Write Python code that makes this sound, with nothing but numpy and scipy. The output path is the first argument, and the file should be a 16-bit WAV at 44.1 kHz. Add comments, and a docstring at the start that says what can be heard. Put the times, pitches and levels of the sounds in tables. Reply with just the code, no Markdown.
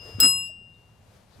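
"""A counter bell rings faintly from an earlier ding, over a low outdoor rumble and rustling fur.
A big dog lying on a wooden deck slaps the bell: the clapper cracks on the dome and its modes beat.
The paw shoves it a few centimetres over the boards toward the stereo microphone, then stays on it,
damping the dome. The recorder's limiter ducks the strike."""
import sys
import numpy as np
from scipy.fft import rfft, irfft, next_fast_len
from scipy.io import wavfile
from scipy.ndimage import uniform_filter1d, minimum_filter1d, map_coordinates

SR = 44100
rng = np.random.default_rng(int(sys.argv[2]) if len(sys.argv) > 2 else 0)


def generate_wav(signal):
    """Clip the signal to [-1, 1] and save it as 16-bit WAV at the path in sys.argv[1]."""
    frames = np.transpose(np.atleast_2d(signal))
    scaled = np.clip(frames, -1, 1) * 32767
    pcm = np.round(scaled).astype(np.int16)
    wavfile.write(sys.argv[1], SR, pcm)


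N = 61739

# the dome's second and third modes, still ringing (left [dB], right [dB], t60 [s])
LINGERING_MODES = [(-42.5, -50, 2.6), (-42.5, -51.5, 2.6)]
# outdoor rumble (time [s], level [dB])
RUMBLE_LEVEL = [(0, -48.5), (.15, -50), (.35, -48.5), (.5, -56), (.7, -57), (1.35, -58), (1.4, -50.5)]
# its spectrum (frequency [Hz], level [dB])
RUMBLE_SPECTRUM = [(15, -25), (28, -9), (55, -8), (103, 1.5), (150, -6), (200, -7), (275, -18), (420, -22),
                   (750, -23), (1200, -30), (2000, -44.5), (4400, -78.5)]
# fur and legs brushing the boards (time [s], level [dB])
FUR_LEVEL = [(0, -59), (.04, -55), (.08, -51), (.16, -55), (.3, -65), (.45, -68), (.65, -70), (.8, -65.5),
             (1.0, -64.5), (1.16, -59), (1.27, -64), (1.34, -60), (1.4, -58)]
# their spectrum (frequency [Hz], level [dB])
FUR_SPECTRUM = [(100, -16.5), (500, 4), (1000, -1.5), (2000, -7), (4500, -10), (7500, -14.5), (11000, -17),
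                (14500, -23), (15500, -36), (17000, -60)]
# the dog's body shifting (time [s], width [s], level [dB])
BODY_SHIFTS = [(0.078, .03, -50), (1.153, 0.049, -64.5)]
# its spectrum (frequency [Hz], level [dB])
BODY_SPECTRUM = [(150, -34), (450, 3.5), (700, -5), (1200, -26), (4000, -37)]
# paw and bell base on the boards (time [s], frequency [Hz], level [dB], rise [s], t60 [s])
BOARD_BUMPS = [(.146, 104.3, -17.5, .02, .09), (.2, 76.4, -25, .004, 0.067), (.212, 256, -25, .012, .1),
               (0.216, 134.3, -28.5, .005, 0.076), (0.239, 261.7, -18, .007, 0.073),
               (.25, 191, -32.5, .008, .25), (0.249, 360, -41, .005, 0.24), (.495, 631, -44, 0.0021, 0.05),
               (1.384, 277, -42, 0.012, 0.064)]
# the base skidding (time [s], level [dB])
SKID_LEVEL = [(.175, -72), (.19, -51.5), (.205, -31.5), (.235, -31.5), (.258, -34), (.28, -46.5),
              (.32, -60), (.42, -79)]
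# its spectrum (frequency [Hz], level [dB])
SKID_SPECTRUM = [(100, -10), (250, 1.5), (450, 0.5), (850, -8), (1300, 3.5), (1900, -9.5), (2500, -7.5),
                 (4000, -11), (5500, -22), (9500, -27), (12500, -45), (16000, -55)]
# plunger and base ticking (time [s], frequency [Hz], bandwidth [Hz], level [dB], t60 [s])
PLUNGER_TICKS = [(0.184, 260, 295, -36, 0.048), (0.199, 558.7, 590, -32.5, .045),
                 (0.374, 700, 905, -49, 0.037), (.459, 4070, 800, -53.5, .012),
                 (0.4738, 4030, 800, -52, 0.015), (.612, 450, 350, -52, 0.032),
                 (0.737, 3720, 300, -69, 0.21)]
# the clapper's crack (frequency [Hz], level [dB])
CRACK_SPECTRUM = [(1000, -24.5), (3000, 0), (6000, -4), (11000, -7.5), (15500, -1.5), (17000, -16.5)]
# the dome's high shimmer (frequency [Hz], level [dB])
SHIMMER_SPECTRUM = [(5000, -38.5), (6500, -21.5), (8600, -38), (9700, -9.5), (11200, -10), (12400, -50.5),
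                    (14300, -17), (15150, -1), (15700, -11.5), (16200, -39)]
# the dome's modes (frequency [Hz])
MODE_HZ = [1087.5, 2788.3, 5071, 7893, 11250, 9865, 15110, 15095, 14610, 3930, 6078]
# each mode with its beating twin (left [dB], right [dB], t60 [s], rise [s], twin offset [Hz],
# twin left [dB], twin right [dB], twin t60 [s], early dip [dB], loss under the paw [dB])
DOME_MODES = [(-26, -38.5, 0.49, .14, 1.2, -31, -43, .5, 1.5, 12.5),
              (-15.5, -22, .9, 0.014, 4.1, -20.5, -49, .62, 1, 0.5),
              (-16, -45, 0.68, .0004, 1.8, -10, -11.5, 0.58, 0, 17),
              (-7, -22, 0.51, .0004, 3.2, -24.5, -13.5, 0.351, 14, 10.5),
              (-12, -18, 0.45, 0.00032, 11, -21, -22.5, .4, 7, 18),
              (-19.5, -12.5, 0.12, .0004, 27, -36, -35, .24, 0, 0),
              (-23.5, -26, .18, .0004, 38, -32, -35, .15, 2.5, -1),
              (-6, -8, .04, .0004, 40, -15.5, -14.5, 0.033, 2, 0),
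              (-34.5, -36, .12, .0004, 35, -45.5, -41, .1, 0.5, 0),
              (-30.5, -42, 0.15, .0004, 25, -41.5, -46.5, .1, -2.5, -10),
              (-34.5, -38.5, .14, .0004, 40, -35.5, -40, .1, 2, 0)]
# a foreleg scraping the boards (frequency [Hz], level [dB])
LEG_SPECTRUM = [(900, -20), (1600, -1.5), (2800, -12), (4300, 3), (6000, -12), (9000, -30)]

STRIKE_S, LEFT_LAG_S = .2018, .000016
SLIDE_S, SLIDE_END_S, SLIDE_M = .19, .24, .035  # the bell skids toward the microphone
DIP_S, DIP_WIDTH_S = .223, .006  # some upper modes dip briefly just after the strike
PRESS_S, PRESS_LENGTH_S = .45, .11  # the paw settles its weight
CEILING_DB, RELEASE_DB_PER_S, LOOKAHEAD_S, TOP_HZ = -3, 230, .00082, 16800


def amp(db):
    """Decibels to gain."""
    return 10 ** (np.asarray(db) / 20)


def unit(x):
    """Scale to rms 1."""
    return x / np.sqrt(np.mean(x ** 2) + 1e-20)


def since(s):
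    """Seconds since a moment, zero before it."""
    return np.maximum(np.arange(N) / SR - s, 0)


def level(points):
    """Gain per sample from (time [s], level [dB]) points."""
    return amp(np.interp(since(0), *np.transpose(points)))


def colour(points):
    """Gain over frequency from (frequency [Hz], level [dB]) points."""
    f, db = np.transpose(points)
    return lambda hz: amp(np.interp(np.log(hz + 1), np.log(f), db))


def filtered(x, response):
    """Shape x by a frequency response."""
    size = next_fast_len(N + SR // 2)
    return irfft(rfft(x, size) * response(np.fft.rfftfreq(size, 1 / SR)), size)[..., :N]


def noise(response, alike, pan_db):
    """Coloured stereo noise of rms 1, channels correlated by alike, leaning left by pan_db."""
    mid, side = filtered(rng.standard_normal((2, N)), response)
    angle = np.arccos(np.clip(alike, 0, 1)) / 2
    mid, side = np.cos(angle) * mid, np.sin(angle) * side
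    return unit(np.array([mid + side, mid - side]) * amp([[pan_db / 2], [-pan_db / 2]]))


def wobble(rate):
    """A smooth random curve, rate knots a second."""
    return map_coordinates(rng.standard_normal(int(N * rate / SR) + 4), [since(0) * rate])


def swell(s, width, db=0):
    """A Gaussian rise and fall around a moment."""
    return amp(db) * np.exp(-.5 * ((since(0) - s) / width) ** 2)


def fade(t, rise, t60):
    """Quick rise, exponential decay."""
    return (1 - np.exp(-t / rise)) * np.exp(-np.log(1000) * t / t60)


def ring(t, hz, rise, t60):
    """One decaying mode."""
    return fade(t, rise, t60) * np.sin(2 * np.pi * hz * t)


def lingering_ding():
    """Two dome modes hang on from the earlier ding and die at the new strike."""
    damping = amp(-60 * since(STRIKE_S) / .05)
    return damping * sum(amp([[left], [right]]) * ring(since(0), hz, .00033, t60)
                         for hz, (left, right, t60) in zip(MODE_HZ[1:], LINGERING_MODES))


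def outdoor_rumble():
    """Open air around the deck, low and nearly the same in both channels."""
    return level(RUMBLE_LEVEL) * noise(colour(RUMBLE_SPECTRUM), alike=.9, pan_db=.47)


def dog_rustle():
    """Fur brushes the boards left of the microphone and the heavy body shifts."""
    fur = level(FUR_LEVEL) * noise(colour(FUR_SPECTRUM), alike=.45, pan_db=7)
    body = sum(swell(*row) for row in BODY_SHIFTS) * noise(colour(BODY_SPECTRUM), alike=.8, pan_db=1)
    return fur + body


def board_bumps():
    """Paw and bell base knock the boards, one decaying tone a bump, dead centre."""
    return sum(amp(db) * ring(since(s), hz, rise, t60) for s, hz, db, rise, t60 in BOARD_BUMPS)


def base_skid():
    """The bell's base rubs grittily over the wood."""
    grit = noise(colour(SKID_SPECTRUM), alike=.55, pan_db=1)
    roughness = amp(wobble(rate=500))  # about 1 dB of flutter
    return level(SKID_LEVEL) * unit(roughness * grit)


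def plunger_ticks():
    """Plunger and base tap under the paw, each tick a short band of noise."""
    out = np.zeros((2, N))
    for s, hz, width, db, t60 in PLUNGER_TICKS:
        band = lambda f: 1 / (1 + (2 * (f - hz) / width) ** 2)
        out += amp(db) * fade(since(s), .00043, t60) * noise(band, alike=.5, pan_db=5.5)
    return out


def bell_strike():
    """The clapper cracks on the dome; twin modes beat, the skid bends their pitch, the paw damps them."""
    progress = np.clip(since(SLIDE_S) / (SLIDE_END_S - SLIDE_S), 0, 1)
    closer_m = SLIDE_M * (1 - np.cos(np.pi * progress)) / 2
    t = np.array([since(STRIKE_S + LEFT_LAG_S), since(STRIKE_S)])
    t += closer_m / 343  # nearer the microphone, the sound arrives sooner
    early_dip = swell(DIP_S, DIP_WIDTH_S)
    press = np.clip(since(PRESS_S) / PRESS_LENGTH_S, 0, 1)
    crack = fade(t, rise=.00045, t60=.02) * noise(colour(CRACK_SPECTRUM), alike=.5, pan_db=9.5)
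    shimmer = fade(t, rise=.0011, t60=.16) * noise(colour(SHIMMER_SPECTRUM), alike=.3, pan_db=2.5)
    out = amp(-12) * crack + amp(-25.5) * shimmer
    for hz, mode in zip(MODE_HZ, DOME_MODES):
        left, right, t60, rise, offset, twin_left, twin_right, twin_t60, dip, loss = mode
        main = amp([[left], [right]]) * ring(t, hz, rise, t60)
        twin = amp([[twin_left], [twin_right]]) * ring(t, hz + offset, rise, twin_t60)
        out += amp(-dip * early_dip - loss * press) * (main + twin)
    return out


def leg_scrape():
    """The other foreleg scrapes as it lifts off the boards, well to the left."""
    return swell(s=1.34, width=.033, db=-65) * noise(colour(LEG_SPECTRUM), alike=.41, pan_db=11)


def scene():
    """Bell, deck, dog and open air as they reach the microphone."""
    bell = lingering_ding() + bell_strike()
    deck = board_bumps() + base_skid() + plunger_ticks()
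    dog = dog_rustle() + leg_scrape()
    return bell + deck + dog + outdoor_rumble()


def record(dry):
    """The recorder: a fast limiter that lets go at a steady rate, then a steep treble cut."""
    peak_db = 20 * np.log10(np.abs(dry).max(axis=0) + 1e-9)
    over_db = np.maximum(peak_db - CEILING_DB, 0)
    release_db = RELEASE_DB_PER_S * since(0)
    duck_db = np.maximum.accumulate(over_db + release_db) - release_db
    ahead = int(LOOKAHEAD_S * SR)
    held_db = minimum_filter1d(-duck_db, 2 * ahead)
    gain = amp(uniform_filter1d(held_db, ahead))
    return filtered(dry * gain, lambda hz: 1 / (1 + (hz / TOP_HZ) ** 80))


dry = scene()
out = record(dry)
generate_wav(out)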